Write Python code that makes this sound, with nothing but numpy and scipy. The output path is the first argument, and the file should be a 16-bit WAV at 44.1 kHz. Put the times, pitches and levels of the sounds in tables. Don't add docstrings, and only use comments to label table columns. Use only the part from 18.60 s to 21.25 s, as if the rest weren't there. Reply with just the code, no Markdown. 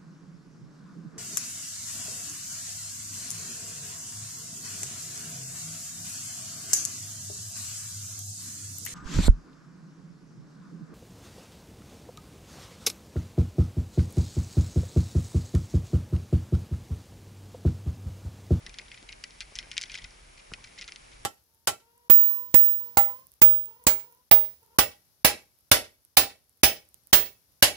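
import sys
import numpy as np
from scipy import signal
from scipy.fft import rfft, irfft, next_fast_len
from scipy.io import wavfile
from scipy.ndimage import map_coordinates

SR = 44100
rng = np.random.default_rng(int(sys.argv[2]) if len(sys.argv) > 2 else 0)


def voltage_ratio(level):
    return 10 ** (np.asarray(level, float) / 20)


def bounce(signal):
    frames = np.transpose(np.atleast_2d(signal))
    limited = np.clip(frames, -1, 1)
    pcm = np.round(limited * 32767).astype(np.int16)
    wavfile.write(sys.argv[1], SR, pcm)


N = 116865

# t/s, click peak level/dB, click f/Hz, chatter level/dB (rms over about t60 / 4), chatter f/Hz, chatter t60/s
KNOCKS = [(0.0641, -27, 3440, -44, 2700, 0.027), (0.0944, -32.5, 4900, -51, 3200, 0.02),
          (0.142, -32, 4050, -53.5, 2830, 0.03), (0.186, -24.5, 4050, -42, 2940, 0.043),
          (0.2132, -48, 3800, -51.5, 3270, 0.018), (0.282, -41.5, 2700, -62, 3700, 0.031),
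          (0.316, -33, 2400, -53.5, 2850, 0.084), (0.3423, -51, 2840, -46.5, 2900, 0.017),
          (0.375, -39, 2430, -56, 3350, 0.02), (0.382, -42.5, 3500, -68, 4200, 0.026),
          (0.4276, -38.5, 5400, -68, 3600, 0.035), (0.4875, -49, 3330, -44, 2520, 0.044),
          (0.5074, -42, 2400, -58, 2900, 0.047), (0.5219, -38.5, 4700, -49, 2930, 0.041),
          (0.527, -31, 3260, -52.5, 2500, 0.032), (0.6393, -23, 3360, -43, 2700, 0.03),
          (0.7071, -36.5, 4200, -63, 3900, 0.025), (0.8055, -21.5, 4500, -40.5, 3000, 0.034),
          (0.8093, -36, 2500, -47, 2940, 0.037), (0.8182, -39, 3600, -48, 2970, 0.05),
          (0.9607, -27.5, 5400, -64, 4000, 0.027), (0.9546, -23.5, 4050, -49.5, 4500, 0.072),
          (0.9639, -35, 4230, -53, 3100, 0.068), (0.9685, -47, 3300, -70, 3100, 0.035),
          (0.9777, -44, 4670, -59, 3400, 0.032), (0.988, -17, 3510, -43.5, 3200, 0.04),
          (0.9922, -29, 3260, -51, 2700, 0.12), (1.0274, -36, 2700, -56.5, 1970, 0.08),
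          (1.1151, -24, 4500, -43.5, 3820, 0.029), (1.1273, -51, 2500, -48.5, 2760, 0.027),
          (1.1393, -39, 4200, -55, 2700, 0.04), (1.1677, -20.5, 3250, -41.5, 3750, 0.046),
          (1.1791, -13, 4500, -35.5, 3620, 0.021), (1.1831, -27, 2460, -66, 2500, 0.028),
          (1.189, -36, 4100, -47, 2400, 0.028), (1.202, -37, 4000, -50, 3520, 0.031),
          (1.213, -24.5, 3750, -46, 4130, 0.025), (1.219, -22, 4700, -44.5, 3840, 0.028),
          (1.229, -23.5, 4260, -46.5, 4000, 0.046), (1.237, -24, 3340, -44.5, 3280, 0.022),
          (1.2548, -44, 4000, -51, 2980, 0.032), (1.2971, -33, 2900, -42, 2470, 0.017),
          (1.308, -40, 3500, -52, 3000, 0.023), (1.3178, -29.5, 4500, -47, 2700, 0.042),
          (1.3315, -46, 4500, -56, 3500, 0.033), (1.3399, -34, 4200, -71, 4000, 0.018),
          (1.3429, -24, 3580, -40.5, 2700, 0.011), (1.3495, -37, 4120, -38, 3250, 0.035),
          (1.3576, -34, 4730, -51, 3340, 0.08), (1.3756, -30.5, 3360, -51, 4000, 0.061),
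          (1.3853, -32.5, 3600, -48, 2800, 0.056), (1.4178, -45, 2600, -51, 3320, 0.037),
          (1.442, -31.5, 4100, -40.5, 2580, 0.02), (1.4463, -34.5, 2610, -55, 2300, 0.027),
          (1.508, -41, 4700, -63, 3020, 0.021), (1.7754, -47, 3000, -57, 3660, 0.054),
          (1.792, -43.5, 3600, -57.5, 3300, 0.063), (1.9363, -23.5, 3460, -41.5, 3000, 0.018),
          (1.9405, -34.5, 2460, -51, 2500, 0.025), (2.0413, -30.5, 4000, -45.5, 3130, 0.024),
          (2.073, -40, 3600, -56, 2500, 0.017), (2.175, -57, 2200, -51.5, 2150, 0.035),
          (2.1812, -56, 3470, -49, 4100, 0.035), (2.1855, -40.5, 3340, -45, 3780, 0.048),
          (2.2121, -25.5, 4050, -48, 2950, 0.055), (2.2165, -40, 2400, -50, 2400, 0.062),
          (2.2211, -28.5, 4600, -44, 3380, 0.018), (2.2256, -34, 3200, -54.5, 2500, 0.045),
          (2.2422, -33.5, 3400, -54, 3650, 0.031), (2.2782, -29.5, 4500, -42.5, 2600, 0.023),
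          (2.288, -33, 3660, -54, 3300, 0.018), (2.293, -37, 2600, -61, 2600, 0.026),
          (2.321, -26, 3140, -52, 3000, 0.031), (2.36, -27, 4360, -55, 4100, 0.044),
          (2.5173, -44, 3260, -59, 2980, 0.028), (2.5296, -48, 3500, -57, 2940, 0.028)]
# f/Hz, relative level/dB, longest t60/s
CLUB_MODES = [(1485, -8.5, 0.031), (2130, 4, 0.016), (2400, 1.5, 0.019), (2677, 3, 0.0082),
              (3128, 9, 0.0057), (3592, 13, 0.0029), (4000, -2, 0.017), (4500, 4, 0.015),
              (5130, 12.5, 0.0074), (5840, 12, 0.0053), (7240, 8, 0.0099), (9770, 8.5, 0.01)]
# t/s, peak level/dB
SNAPS = [(0.0648, -31.5), (.186, -36), (0.6382, -26), (0.8059, -29.5), (0.9555, -36), (0.9872, -25),
         (1.2136, -24.5), (1.2194, -43), (1.3484, -34.5), (1.9361, -35), (2.321, -37), (2.359, -40)]
# t/s, level/dB
RATTLE_LEVEL = [(0.0, -57.5), (0.32, -55), (0.58, -59.5), (0.8, -56.5), (1.06, -55), (1.19, -53.5),
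                (1.29, -51), (1.48, -55.5), (1.68, -60), (2.14, -56), (2.65, -58.5)]
# f/Hz, relative level/dB (per Hz)
SIZZLE_SPECTRUM = [(4000, -31), (5500, 2), (7000, -18), (8600, -7), (9700, -5), (11000, -7), (12000, -43)]
# t/s, level/dB (ahead of the soft onset), f/Hz, t60/s
BUMPS = [(.427, -44, 317, 0.022), (.923, -39.5, 555, 0.0085), (1.07, -46, 617, 0.013),
         (1.9184, -34.5, 1360, 0.013), (1.918, -37, 512, 0.0072), (1.9218, -28.5, 155, 0.015),
         (1.985, -51, 1055, 0.044)]
# t/s, level/dB
CLOTH_LEVEL = [(0.0, -63.5), (0.43, -65.5), (0.91, -70.5), (0.92, -57.5), (0.94, -67.5), (1.08, -59),
               (1.11, -67.5), (1.33, -64), (1.9, -71), (1.92, -53.5), (1.97, -68), (1.98, -59),
               (2.02, -67.5), (2.11, -67.5), (2.65, -70)]
# f/Hz, relative level/dB (per Hz)
CLOTH_SPECTRUM = [(80, -11), (200, 1), (500, -2.5), (1000, -6), (1600, -8), (3000, -25)]
# t/s, level/dB
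WIND_LEVEL = [(0.0, -75), (0.02, -52.5), (0.25, -62), (0.26, -55), (0.61, -60), (1.1, -56.5), (1.22, -62.5),
              (1.36, -53.5), (1.4, -60), (1.45, -48.5), (1.47, -57), (1.87, -62), (1.92, -52),
              (2.15, -63.5), (2.26, -60.5), (2.31, -62), (2.39, -58.5), (2.65, -57)]
# f/Hz, relative level/dB (per Hz)
WIND_SPECTRUM = [(11, -44), (20, -5), (43, 5.5), (56, -3.5), (75, -9), (144, -13.5), (250, -25.5),
                 (320, -59), (550, -120)]
# f/Hz, relative level/dB (per Hz)
AIR_MID_SPECTRUM = [(70, -32), (120, -6), (220, -14.5), (500, -16), (1100, -16), (2200, -13), (3000, -18.5),
                    (5200, -18.5), (7000, -18), (8600, -22.5), (9700, -18), (11000, -19), (14000, -70)]
# f/Hz, relative level/dB (per Hz)
AIR_SIDE_SPECTRUM = [(24, -76), (40, -17), (146, -16.5), (217, -10.5), (324, -10.5), (556, -6),
                     (671, -11.5), (755, -5.5), (11000, -26.5), (14300, -56), (22000, -120)]
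# f/Hz, left over right level/dB
LEFT_OVER_RIGHT = [(1200, -12), (2200, 5), (4500, 0), (9000, 6)]

CONTACT_S = 0.00029
CLICK_OCT, CLICK_T60_S = 0.53, 0.0038
MODE_SCATTER_DB, DETUNE = 2.5, .035
CHATTER_OCT, CHATTER_RATE, CHATTER_DELAY_S = 1, 1800, 0.0019
CHATTER_DULLS, DULL_HZ = 0.75, 2700
SNAP_HZ, SNAP_T60_S = 5930, 0.0038
RATTLE_HZ, RATTLE_RATE, RATTLE_SPREAD_DB = 2400, 2500, 3
RATTLE_TRIM_DB, SIZZLE_DB, SIZZLE_GROWS = -5, -70.5, 1
GUST_DB, AIR_MID_DB, AIR_SIDE_DB = 1.5, -60.5, -58.5
BODY_HZ = 1436
LEFT_LEAD_S, WIDE_DB = .00001, -9.5
TOP_HZ, LEAK_DB, LEAK_HZ_PER_DB = 11030, -22, 250


def knocks():
    out = np.zeros((2, N + SR))
    t = np.arange(SR // 12) / SR
    mode_hz = np.transpose(CLUB_MODES)[0, :, None]
    sooner = (mode_hz / DULL_HZ) ** CHATTER_DULLS
    for s, click_db, click_hz, chatter_db, chatter_hz, t60 in KNOCKS:
        at = round(s * SR)
        slow = (4000 / click_hz) ** 1.2
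        click = modes(click_hz, CLICK_OCT, CLICK_T60_S * slow, CONTACT_S * slow).sum(axis=0)
        out[0, at:at + len(click)] += voltage_ratio(click_db) * click / np.abs(click).max()
        fade = voltage_ratio(-60 * t * sooner / max(t60, .005))
        fade = fade * (1 - np.exp(-(t / CHATTER_DELAY_S) ** 2))
        for row in out:
            contacts = fade * taps(len(t), CHATTER_RATE, 1.96)
            ringing = modes(chatter_hz, CHATTER_OCT, 1)
            chatter = signal.fftconvolve(contacts, ringing, axes=1).sum(axis=0)
            level = voltage_ratio(chatter_db) * np.sqrt(t60 / t[-1] / 4)
            row[at:at + len(chatter)] += level * unit(chatter)
    out[0] += snaps()
    return out[:, :N]


def snaps():
    out = np.zeros(N + SR)
    t = np.arange(SR // 12) / SR
    treble = signal.butter(4, SNAP_HZ, "high", fs=SR, output="sos")
    envelope = voltage_ratio(-60 * t / SNAP_T60_S) * (1 - np.exp(-t / CONTACT_S))
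    for s, db in SNAPS:
        snap = signal.sosfilt(treble, rng.standard_normal(len(t)) * envelope)
        out[round(s * SR):][:len(t)] += voltage_ratio(db) * snap / np.abs(snap).max()
    return out


def rattle():
    def one_club():
        contacts = taps(N, RATTLE_RATE / 6, RATTLE_SPREAD_DB)
        return signal.fftconvolve(contacts, modes(RATTLE_HZ, 0.95, 1).sum(axis=0))[:N]

    ticking = np.array([unit(sum(one_club() for _ in range(6))) for _ in range(2)])
    level_db = curve(RATTLE_LEVEL)
    sizzle_db = SIZZLE_DB + SIZZLE_GROWS * (level_db - level_db.mean())
    sizzle = voltage_ratio(sizzle_db) * np.array([noise(SIZZLE_SPECTRUM), noise(SIZZLE_SPECTRUM)])
    return ticking * voltage_ratio(level_db + RATTLE_TRIM_DB) + sizzle


def modes(centre_hz, octaves, longest_s, contact_s=CONTACT_S):
    hz, db, t60 = np.transpose(CLUB_MODES)[:, :, None]
    t = np.arange(SR // 60) / SR
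    chance = rng.standard_normal((3, len(CLUB_MODES), 1))
    near = np.exp(-.5 * (np.log2(hz / centre_hz) / octaves) ** 2)
    decay_db = -60 * t / np.minimum(t60, longest_s)
    gain = near * voltage_ratio(db + MODE_SCATTER_DB * chance[0] + decay_db)
    ring = np.sin(2 * np.pi * hz * (1 + DETUNE * chance[1]) * t + .5 * chance[2])
    onset = 1 - np.exp(-(t / contact_s) ** 2)
    return gain * ring * onset


def taps(size, rate, spread_db):
    chance = rng.random(size)
    sign, strength = rng.standard_normal((2, size))
    return (chance < rate / SR) * np.sign(sign) * voltage_ratio(spread_db * strength)


def bumps():
    t = np.arange(N) / SR
    out = np.zeros(N)
    for s, db, hz, t60 in BUMPS:
        age = np.clip(t - s, 0, None)
        onset = 1 - np.exp(-age / 0.00039)
        out += voltage_ratio(db - 60 * age / t60) * np.sin(2 * np.pi * hz * age) * onset
    return out


def cloth():
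    return voltage_ratio(curve(CLOTH_LEVEL) + 1.86 * wobble(39.88)) * noise(CLOTH_SPECTRUM)


def wind():
    return voltage_ratio(curve(WIND_LEVEL) + GUST_DB * wobble(9.49)) * noise(WIND_SPECTRUM)


def air():
    mid = voltage_ratio(AIR_MID_DB + 0.84 * wobble(2.7)) * noise(AIR_MID_SPECTRUM)
    side = voltage_ratio(AIR_SIDE_DB + 0.53 * wobble(4.8)) * noise(AIR_SIDE_SPECTRUM)
    return np.array([mid + side, mid - side])


def unit(x):
    return x / np.sqrt(np.mean(x ** 2) + 1e-20)


def curve(rows):
    s, v = np.transpose(rows)
    return np.interp(np.arange(N) / SR, s, v)


def wobble(rate):
    return map_coordinates(rng.standard_normal(N // 100), [np.arange(N) * rate / SR])


def filtered(x, response):
    m = next_fast_len(N + 8192)
    return irfft(rfft(x, m) * response(np.fft.rfftfreq(m, 1 / SR)), m)[..., :N]


def noise(points):
    f, v = np.transpose(points)
    shape = lambda hz: voltage_ratio(np.interp(np.log(hz + 1), np.log(f + 1), v))
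    return unit(filtered(rng.standard_normal(N), shape))


def scene():
    body = signal.butter(6, BODY_HZ, "high", fs=SR, output="sos")
    mid, side = signal.sosfilt(body, knocks() + rattle())
    half = np.array([[.5], [-.5]])

    def placement(hz):
        level = voltage_ratio(np.interp(hz, *np.transpose(LEFT_OVER_RIGHT)) * half)
        return level * np.exp(2j * np.pi * hz * LEFT_LEAD_S * half)

    clubs = filtered(mid, placement) + voltage_ratio(WIDE_DB) * 2 * half * side
    return clubs + bumps() + cloth() + wind() + air()


def band_limit(x):
    return signal.sosfilt(signal.butter(12, 13200, fs=SR, output="sos"), x)


def record(dry):
    def band(hz):
        leak = voltage_ratio(LEAK_DB - (hz - TOP_HZ) / LEAK_HZ_PER_DB)
        return np.where(hz < TOP_HZ, 1, leak) * (hz > 15)

    return band_limit(filtered(dry, band))


dry = scene()
out = record(dry)
bounce(out)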